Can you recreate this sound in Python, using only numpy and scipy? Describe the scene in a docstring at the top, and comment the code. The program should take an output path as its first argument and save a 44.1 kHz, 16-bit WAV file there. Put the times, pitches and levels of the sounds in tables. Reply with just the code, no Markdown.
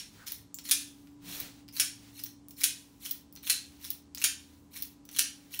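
"""A quiet room with a faint motor hum, and the last of a steel slam; then pliers twist a taut safety wire.
Pulls on the knob spin them on a spiral rod: a swelling rasp, in most pulls a rattle, a click at the end stop.
A hand catches them with small ticks; the rod slides home, rattles and slams into its seat; the grip shifts.
Scrapes and blows are shaped noise plus dying rings of the steel, heard in the room; the hum is a stack of
wavering tones; rumble, hiss, rubbing and soft bumps are filtered noise; a faint low drone glides now and then."""
import sys
import numpy as np
from scipy import signal
from scipy.fft import rfft, irfft
from scipy.io import wavfile
from scipy.ndimage import uniform_filter1d

SR = 44100
rng = np.random.default_rng(int(sys.argv[2]) if len(sys.argv) > 2 else 0)


def to_wav(sig):
    """Store sig (one row per channel, or 1-D mono) as 16-bit WAV at the path in sys.argv[1].

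    Samples outside -1..1 are clipped; the rate is SR.
    """
    pcm = np.clip(np.atleast_2d(sig), -1, 1) * 32767
    pcm = np.round(pcm).astype(np.int16)
    wavfile.write(sys.argv[1], SR, pcm.T)  # frames by channels


N = 246959  # samples


def amp(db):
    """Turns decibels into a gain."""
    return 10 ** (np.asarray(db) / 20)


def unit(x):
    """Scales a sound to energy 1 (its squares add up to 1)."""
    return x / np.sqrt(np.sum(x ** 2) + 1e-20)


def evened(x):
    """Scales a sound to rms 1 (the average strength)."""
    return unit(x) * np.sqrt(len(x))


def struck(x):
    """Scales a blow to the energy of 3 ms of sound at rms 1."""
    return unit(x) * np.sqrt(.003 * SR)


def add(mix, s, sound):
    """Mixes a sound in at a time in seconds; whatever lies before zero is cut off."""
    at = round(s * SR)
    sound = sound[max(-at, 0):]
    part = mix[max(at, 0):][:len(sound)]
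    part += sound[:len(part)]


def read(points, hz):
    """Reads a table of (pitch, value) between its points, along a log-frequency axis."""
    f, value = np.transpose(points)
    return np.interp(np.log(hz + 1), np.log(f + 1), value)


def causal(x, gain):
    """Filters without any sound ahead of its cause; gain covers the full frequency circle."""
    # minimum phase: the phase follows from the log of the gain
    spectrum = np.exp(np.conj(signal.hilbert(np.log(gain))))
    taps = np.fft.ifft(spectrum).real
    return signal.fftconvolve(x, taps[:len(gain) // 2])[:len(x)]


def colour(x, points, tilt_db=0, size=2048):
    """Gives a sound a spectrum; above 1500 Hz it is also tilted by tilt_db per octave around 5500 Hz."""
    hz = abs(np.fft.fftfreq(size, 1 / SR))
    octaves = np.log2(np.maximum(hz, 1500) / 5500)
    return causal(x, amp(read(points, hz) + tilt_db * octaves))


def swell(s, half_length_s, db, steepness=3.53):
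    """A smooth rise and fall around one moment, down to 1/e half_length_s away from it."""
    distance = abs((np.arange(N) / SR - s) / half_length_s)
    return amp(db) * np.exp(-distance ** steepness)


def waver(rate_hz, count=20):
    """Slow random wandering of rms 1: many slow sines, the slower the stronger."""
    t = np.arange(0, N, 256) / SR
    rates = np.geomspace(rate_hz / 10, rate_hz, count)
    slow = sum(np.sin(2 * np.pi * (f * t + rng.random())) / np.sqrt(f) for f in rates)
    return evened(np.interp(np.arange(N) / SR, t, slow))


# colour of the room rumble: pitch_hz, level_db (per Hz, relative)
RUMBLE = [(20, -41.5), (35, -16), (55, 7), (110, 1), (290, 0.5), (380, -4), (550, -11), (900, -15),
          (1500, -27), (4000, -58.5)]
# colour of the hiss: pitch_hz, level_db (per Hz, relative)
HISS = [(300, -17.5), (1000, 15), (1600, 7), (4000, 5), (8000, 5), (15500, -15.5)]
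RUMBLE_DB, HISS_DB = -63, -72.5
# faint low drones, one list a swell: time_s, pitch_hz, level_db
DRONES = [
    [(.7, 122, -69), (1.6, 114, -67), (2.1, 111.3, -62), (2.6, 121, -70.5)],
    [(2.9, 69.4, -73), (4.05, 80, -64.5), (4.9, 83.7, -67)],
]


def background():
    """Filtered noise makes room rumble and thin hiss; gliding sines make a faint drone."""
    out = amp(RUMBLE_DB) * evened(colour(rng.standard_normal(N), RUMBLE, size=8192))
    out += amp(HISS_DB) * evened(colour(rng.standard_normal(N), HISS))
    for points in DRONES:
        s, hz, db = np.transpose(points)
        at = np.arange(s[0], s[-1], 1 / SR)
        cycles = np.cumsum(np.interp(at, s, hz)) / SR
        tone = np.sqrt(2) * np.sin(2 * np.pi * cycles)
        fade = signal.windows.tukey(len(at), .15)
        add(out, s[0], amp(np.interp(at, s, db)) * tone * fade)
    return out


SHAFT_HZ = 23.96
# tones of the hum: multiple (of the shaft speed), level_db (before wavering)
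HUM = [(5, -75), (6, -88.5), (7, -72), (8, -75), (9, -71.5), (10, -86), (11, -69.5), (13, -93), (34, -82),
       (41, -83.5)]
# the strongest tone, on its own multiple, swells and fades: time_s, level_db (before wavering)
HUM_MAIN = [(0.0, -65), (1.36, -55), (3.66, -64), (3.74, -59.5), (5.54, -62), (5.6, -76)]
HUM_MAIN_MULTIPLE = 12


def hum():
    """An appliance hums on multiples of its shaft speed; each tone wavers in level and phase."""
    t, out = np.arange(N) / SR, np.zeros(N)
    main_db = np.interp(t, *np.transpose(HUM_MAIN))
    for multiple, db in list(HUM) + [(HUM_MAIN_MULTIPLE, main_db)]:
        phase = 2 * np.pi * (round(multiple) * SHAFT_HZ * t + rng.random())
        level = np.sqrt(2) * amp(db + 1.8 * waver(rate_hz=5))
        out += level * np.sin(phase + 0.47 * waver(rate_hz=16))
    return out


# how long the room rings: pitch_hz, t60_s (time to fall by 60 dB)
ROOM = [(300, 0.249), (1500, 0.34), (4000, 0.36), (9000, 0.3), (12000, 0.18), (16000, 0.21)]
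# first echoes: delay_s, gain
ECHOES = [(.0026, 0.22), (.0056, 0.22), (.0077, 0.18), (.0098, .18), (0.0145, 0.05)]


def room(x, wet_db):
    """Direct sound, a few early echoes, and a scattered tail of noise that dies at its own pace per pitch."""
    t = np.arange(SR // 2) / SR
    hz, at, z = signal.stft(rng.standard_normal(len(t)), SR, nperseg=256)
    fading = amp(-60 * at / read(ROOM, hz)[:, None])
    tail = signal.istft(z * fading, SR)[1][:len(t)]
    build_up = 1 - np.exp(-t / 0.0028)
    response = amp(wet_db) * unit(tail * build_up)
    response[0] += 1
    for s, gain in ECHOES:
        add(response, s, np.array([gain]))
    return signal.fftconvolve(x, response)


def ring(hz, t60):
    """One dying tone of energy 1 that builds up over about its first cycle."""
    t = np.arange(SR // 3) / SR
    tone = np.sin(2 * np.pi * (hz * t + rng.random()))
    build_up = 1 - np.exp(-hz * t)
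    return unit(tone * build_up * np.exp(-np.log(1000) * t / t60))


def cluster(hz, t60, count=6):
    """A group of close, damped tones, strongest in the middle."""
    spread = np.linspace(.945, 1.055, count) + rng.uniform(-.006, .006, count)
    weights = np.hanning(count + 2)[1:]
    return unit(sum(ring(hz * k, t60) * weight for k, weight in zip(spread, weights)))


# ringing tones of the steel tool, damped by the hands: pitch_hz, level_db (relative, before a random change)
STEEL = [(1700, -8), (2448, -3), (2503, -22), (2804, -10), (3076, -2), (3428, -2.5), (3591, -11.5),
         (4134, -8), (4330, -12.5), (5471, 16), (5947, -20), (6297, -37), (6835, -11), (7046, 7.5),
         (7600, 7), (9631, -8.5), (9850, -9.5), (9975, -4), (11363, 21), (11669, -8)]
STEEL_T60 = .22  # s


def steel():
    """The tool's ringing tones; every call shares the energy among them a little differently."""
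    return unit(sum(amp(db + 2 * rng.standard_normal()) * ring(hz, STEEL_T60) for hz, db in STEEL))


def contact(crack_s, chatter_db, chatter_s, size=2048):
    """Steel meets steel: a burst of noise that dies at two paces, crack and chatter, evened over all pitches."""
    t = np.arange(SR // 3) / SR
    envelope = np.exp(-t / crack_s) + amp(chatter_db) * np.exp(-t / chatter_s)
    burst = rng.standard_normal(len(t)) * envelope
    power = uniform_filter1d(abs(np.fft.fft(burst, size)) ** 2, size=15, mode="wrap")
    return unit(causal(burst, 1 / np.sqrt(power)))


def grit(length, per_s, count=32):
    """Tiny slips of uneven size, each ringing for 35 cycles at its own pitch; high ones come thicker."""
    out, pitches = np.zeros(length), np.geomspace(1800, 15500, count)
    for hz in pitches:
        happens = rng.random(length) < per_s * hz / pitches.sum() / SR
        slips = rng.uniform(0.11, 1, length) * happens
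        chirp = ring(hz * rng.uniform(.95, 1.05), t60=35 / hz)
        out += signal.fftconvolve(slips, chirp[:length])[:length]
    return evened(out)


SNAGS_PER_S, SNAG_DB = 110, -3.5  # average count; level beside the steady scraping


def snags(length):
    """The rod snags in its sleeve: brief spurts of noise at random moments."""
    starts = rng.uniform(.3, 1, length) * (rng.random(length) < SNAGS_PER_S / SR)
    spurt = np.exp(-np.arange(SR // 100) / SR / .0007)
    return evened(signal.fftconvolve(starts, spurt)[:length] * rng.standard_normal(length))


# colour of scraping steel: pitch_hz, level_db (per Hz, relative)
RASP = [(200, -57.5), (1000, -5), (1600, 1), (2500, 3), (3600, 3.5), (4250, 8.5), (4800, -2), (5600, 8),
        (7600, -0.5), (10000, 6.5), (10800, 3.5), (12100, 6), (14300, 6), (15550, 9.5)]
ROD_HZ, ROD_T60, ROD_DB = 4280, 0.27, -20.5  # the rod's own song: Hz, s, dB


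def rasp(level_db, ring_db):
    """The spiral rod grabs and slips in its sleeve; the scraping sets tool and rod ringing."""
    length = len(level_db)
    wander = evened(uniform_filter1d(rng.standard_normal(length), size=160))
    grab_db = 2.6 * np.tanh(wander)
    drive = (.5 * rng.standard_normal(length) + grit(length, per_s=2600)) * amp(grab_db)
    drive = evened(drive) + amp(SNAG_DB) * snags(length)
    scrape = evened(colour(drive, RASP)) * amp(level_db)
    scrape = np.pad(scrape, (0, SR // 4))  # time for the rings to die
    rings = amp(ring_db) * steel() + amp(ROD_DB) * cluster(ROD_HZ, ROD_T60)
    return scrape + signal.fftconvolve(scrape, rings)[:len(scrape)]


SLIDE_S, SLIDE_RISE_DB = .072, 11.5


def slides():
    """Before each slam the rod slides back with a rasp that grows steadily louder."""
    out = np.zeros(N)
    rising_db = np.linspace(-SLIDE_RISE_DB, 0, round(SLIDE_S * SR))
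    for s, *_, slide_db, _ in SLAMS:
        add(out, s - SLIDE_S, room(rasp(slide_db + rising_db, ring_db=-18), wet_db=-2.5))
    return out


def settling():
    """The rod settles: tiny bounces at random moments, dying away."""
    t = np.arange(SR // 3) / SR
    bounces = rng.standard_normal(len(t)) * (rng.random(len(t)) < 430 / SR)  # about 430 a second
    return unit(bounces * np.exp(-t / 0.066))


# colour of the slam: pitch_hz, level_db (per Hz, relative)
SLAM = [(150, -53), (500, -18.5), (1100, -15.5), (1600, 1), (2050, -3), (2500, 5), (4600, 4), (6500, 7),
        (8300, 2.5), (9800, 10.5), (10700, 7), (13500, 2), (15600, 2.5)]
# the rod slams home: start_s, level_db, rebound_after_s, rebound_db (beside the blow),
# treble_tilt_db (per octave), ring_hz, ring_db (beside the blow), ring_t60_s,
# slide_db (end of the slide before it, without rings), grip_db (peak of the grip shift after it)
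SLAMS = [(-.075, -19.5, 0.0041, -19, 0, 5510, -6.5, .025, -28.5, -56.5),
         (.7111, -13, 0.0063, -4.5, 0.5, 3480, -12.5, 0.093, -39, -67),
         (1.7980, -15.5, 0.0028, -20, -0.56, 5400, -10.5, 0.016, -40.5, -56.5),
         (2.6355, -14, 0.0049, 4, 0.5, 5700, -18, 0.028, -41, -69.5),
         (3.4981, -15, .006, -11.5, 0, 4120, -7, 0.081, -39, -61.5),
         (4.2405, -14.5, .003, -10, -0.7, 6800, -12, 0.0077, -42, -64),
         (5.1873, -14.5, .0053, 2.5, -0.5, 5840, -8.5, 0.028, -41, -62.5)]


def slams():
    """The rod hits its seat, rebounds once and settles; the seat adds its own high ring."""
    out = np.zeros(N)
    for s, db, rebound_s, rebound_db, tilt_db, ring_hz, ring_db, ring_t60, _, _ in SLAMS:
        blow = contact(crack_s=0.0084, chatter_db=-1, chatter_s=0.0091)
        rebound = contact(crack_s=0.00097, chatter_db=-24, chatter_s=0.0024)
        add(blow, rebound_s, amp(rebound_db) * rebound)
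        blow = unit(blow) + amp(-17) * settling()
        rings = amp(-17.5) * steel()
        rings += amp(ring_db) * cluster(ring_hz, ring_t60)
        rings += amp(-11) * cluster(hz=9440, t60=0.027)
        slam = amp(db) * struck(unit(colour(blow, SLAM, tilt_db)) + rings)
        # the room comes first, so a slam before zero still leaves its tail
        add(out, s, room(slam, wet_db=-2))
    return out


# colour of skin and cloth: pitch_hz, level_db (per Hz, relative)
CLOTH = [(70, 4), (190, 4.5), (400, 0.5), (900, -3.5), (1600, -0.5), (4000, 1.5), (8000, -4),
         (14000, -12.5), (16000, 2.5)]
# the spinning handles rub along the palm: peak_s, half_length_s, level_db (at the peak)
PALM_RUBS = [(1.369, 0.12, -44), (1.543, 0.095, -58)]
# soft bumps and scuffs as people move: peak_s, half_length_s, pitch_hz, width_hz, level_db (at the peak)
SCUFFS = [(.17, .03, 97, 20, -60), (0.22, 0.039, 1480, 690, -57), (0.41, 0.056, 96.7, 27, -57),
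          (1.285, 0.055, 182, 56, -56)]
# the grip shifts a moment after each slam, and the fingers whisper on the steel (half lengths)
GRIP_AFTER_S, GRIP_HALF_S, HOLD_HALF_S, HOLD_DB = 0.27, 0.08, .17, -67


def brushes():
    """Skin and cloth rub, fingers whisper on steel and people bump softly: noise that swells and fades."""
    hz = np.fft.rfftfreq(N, 1 / SR)
    pressure = sum(swell(*rub) for rub in PALM_RUBS)
    pressure += sum(swell(s + GRIP_AFTER_S, GRIP_HALF_S, grip_db) for s, *_, grip_db in SLAMS)
    holding = sum(swell(s + GRIP_AFTER_S, HOLD_HALF_S, HOLD_DB) for s, *_ in SLAMS)
    out = pressure * evened(colour(rng.standard_normal(N), CLOTH))
    out += holding * evened(colour(rng.standard_normal(N), RASP))
    for s, half_length, centre, width, db in SCUFFS:
        band_gain = 1 / (1 + (2 * (hz - centre) / width) ** 2)
        band = irfft(rfft(rng.standard_normal(N)) * band_gain, N)
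        out += swell(s, half_length, db) * evened(band)
    return out


# the rasp sags until the stop, is jolted there and dies as the pliers coast
DB_PER_DOUBLED_SPEED, SAG_S, SAG_DB = 8.5, .052, -8
JOLT_DB, COAST_DB_PER_S, COAST_S = 5.5, 208, 0.12


def spin_db(t, run_up_s):
    """Loudness of the rasp at times t from the end stop: an even run-up in speed, a sag, then coasting."""
    speed = np.clip(1 + (t + SAG_S) / run_up_s, .01, 1)
    driven = DB_PER_DOUBLED_SPEED * np.log2(speed) + np.interp(t, [-SAG_S, 0], [0, SAG_DB])
    return np.where(t < 0, driven, SAG_DB + JOLT_DB - COAST_DB_PER_S * t)


# colour of the end-stop click: pitch_hz, level_db (per Hz, relative)
STOP = [(300, -53), (1200, -23), (2200, -25.5), (3100, -5), (5800, -1), (7500, -13.5), (10000, -0.5),
        (10800, -8.5), (12000, 9), (14000, -19), (14900, 7.5), (15500, 18.5), (17000, 2.5)]
# pulls on the knob: stop_s (end stop reached), click_db, run_up_s, rasp_db (at full spin, before the sag)
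PULLS = [(0.32, -27.5, .009, -41), (1.4007, -27, .137, -41), (2.237, -26.5, 0.068, -48),
         (3.1102, -22, .07, -42), (3.9037, -22.5, 0.071, -44), (4.823, -24.5, .07, -43),
         (5.592, -23, 0.046, -42.5)]


def pulls():
    """The pliers whirl on the rod with a rasp and meet the end stop with a thin, bright click."""
    out = np.zeros(N)
    for s, click_db, run_up_s, rasp_db in PULLS:
        t = np.arange(-SAG_S - run_up_s, COAST_S, 1 / SR)
        add(out, s + t[0], rasp(rasp_db + spin_db(t, run_up_s), ring_db=-17.5))
        blow = unit(colour(contact(crack_s=0.0022, chatter_db=-15.0, chatter_s=0.0045), STOP))
        add(out, s, amp(click_db) * struck(blow + amp(-20.5) * steel()))
    return room(out, wet_db=-7.5)[:N]


RATTLE_GAP_S, RATTLE_SECOND_DB = .0055, 1  # the second knock follows, slightly louder
# rattles during most spins and just short of the seat: start_s, level_db (first knock)
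RATTLES = [(0.2766, -35.5), (0.6898, -32), (1.766, -33), (2.193, -40.5), (2.258, -41.5), (2.6107, -31.5),
           (3.056, -34), (3.4695, -32), (3.844, -37), (4.217, -30), (4.762, -40), (5.164, -32.5),
           (5.54, -36.5)]


def rattles():
    """The loose rod knocks twice in its sleeve, each knock ringing at a random pitch."""
    out = np.zeros(N)
    for s, db in RATTLES:
        for after_s, knock_db in [(0, 0), (RATTLE_GAP_S, RATTLE_SECOND_DB)]:
            blow = unit(colour(contact(crack_s=.0011, chatter_db=-9.5, chatter_s=0.0036), RASP))
            spot = amp(-7) * cluster(rng.uniform(2200, 7000), t60=.012)
            knock = struck(blow + spot + amp(-16.5) * steel())
            add(out, s + after_s, amp(db + knock_db) * knock)
    return room(out, wet_db=-4.5)[:N]


# colour of the ticks: pitch_hz, level_db (per Hz, relative)
TICK = [(300, -30.5), (1500, -23.5), (3000, -7.5), (5500, -1.5), (9000, -3), (11500, 4), (13500, 0),
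        (15600, 14.5)]
# the hand catches and holds the pliers: start_s, level_db, treble_tilt_db (per octave),
# ring_hz, ring_db (beside the tick)
TICKS = [(.5436, -27.5, 3, 7370, -10), (.587, -35.5, -7, 5300, -7.5), (0.655, -38.5, -8, 4160, -12),
         (1.072, -57.5, -12.5, 5180, -10), (1.681, -51.5, -9, 4750, -4.5), (1.687, -45.5, -8.5, 5240, -3),
         (2.4845, -37, 1, 9300, -17), (2.5086, -38, -2.5, 5620, -13), (3.326, -38, 5, 5720, -23),
         (3.3534, -37, 2, 5600, -27), (3.362, -43, -7.5, 5930, -4.5), (3.373, -49, -11.5, 4120, 2),
         (4.1485, -30, -4, 4870, -11), (4.175, -39, -11.5, 5400, 3.5), (4.182, -37.5, -7, 6670, 2),
         (5.053, -44, -1.5, 5900, -19), (5.0901, -42.5, -9, 5800, -6), (5.1134, -41, 0, 5450, -14)]


def ticks():
    """Light ticks of the gripped handles, each a tiny contact with one short ring."""
    out = np.zeros(N)
    for s, db, tilt_db, hz, ring_db in TICKS:
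        touch = contact(crack_s=0.00037, chatter_db=-9.5, chatter_s=0.0033)
        tick = unit(colour(touch, TICK, tilt_db))
        add(out, s, amp(db) * struck(tick + amp(ring_db) * cluster(hz, t60=.008)))
    return room(out, wet_db=-3.5)[:N]


def scene():
    """The pliers at work in the quiet room."""
    quiet = background() + hum()
    tool = slides() + slams() + pulls() + rattles() + ticks()
    return (quiet + tool + brushes())[None]


# top-end colour: pitch_hz, level_db
TOP_END = [(20, 0), (15650, 0), (16000, -26), (17000, -36)]
EDGE_HZ = 17100


def record(dry):
    """The very top is dulled, then a steep low-pass ends the sound at EDGE_HZ."""
    low_pass = signal.firwin(511, EDGE_HZ, window=("kaiser", 9), fs=SR)
    return signal.oaconvolve(colour(dry[0], TOP_END), low_pass, "same")[None]


dry = scene()
out = record(dry)
to_wav(out)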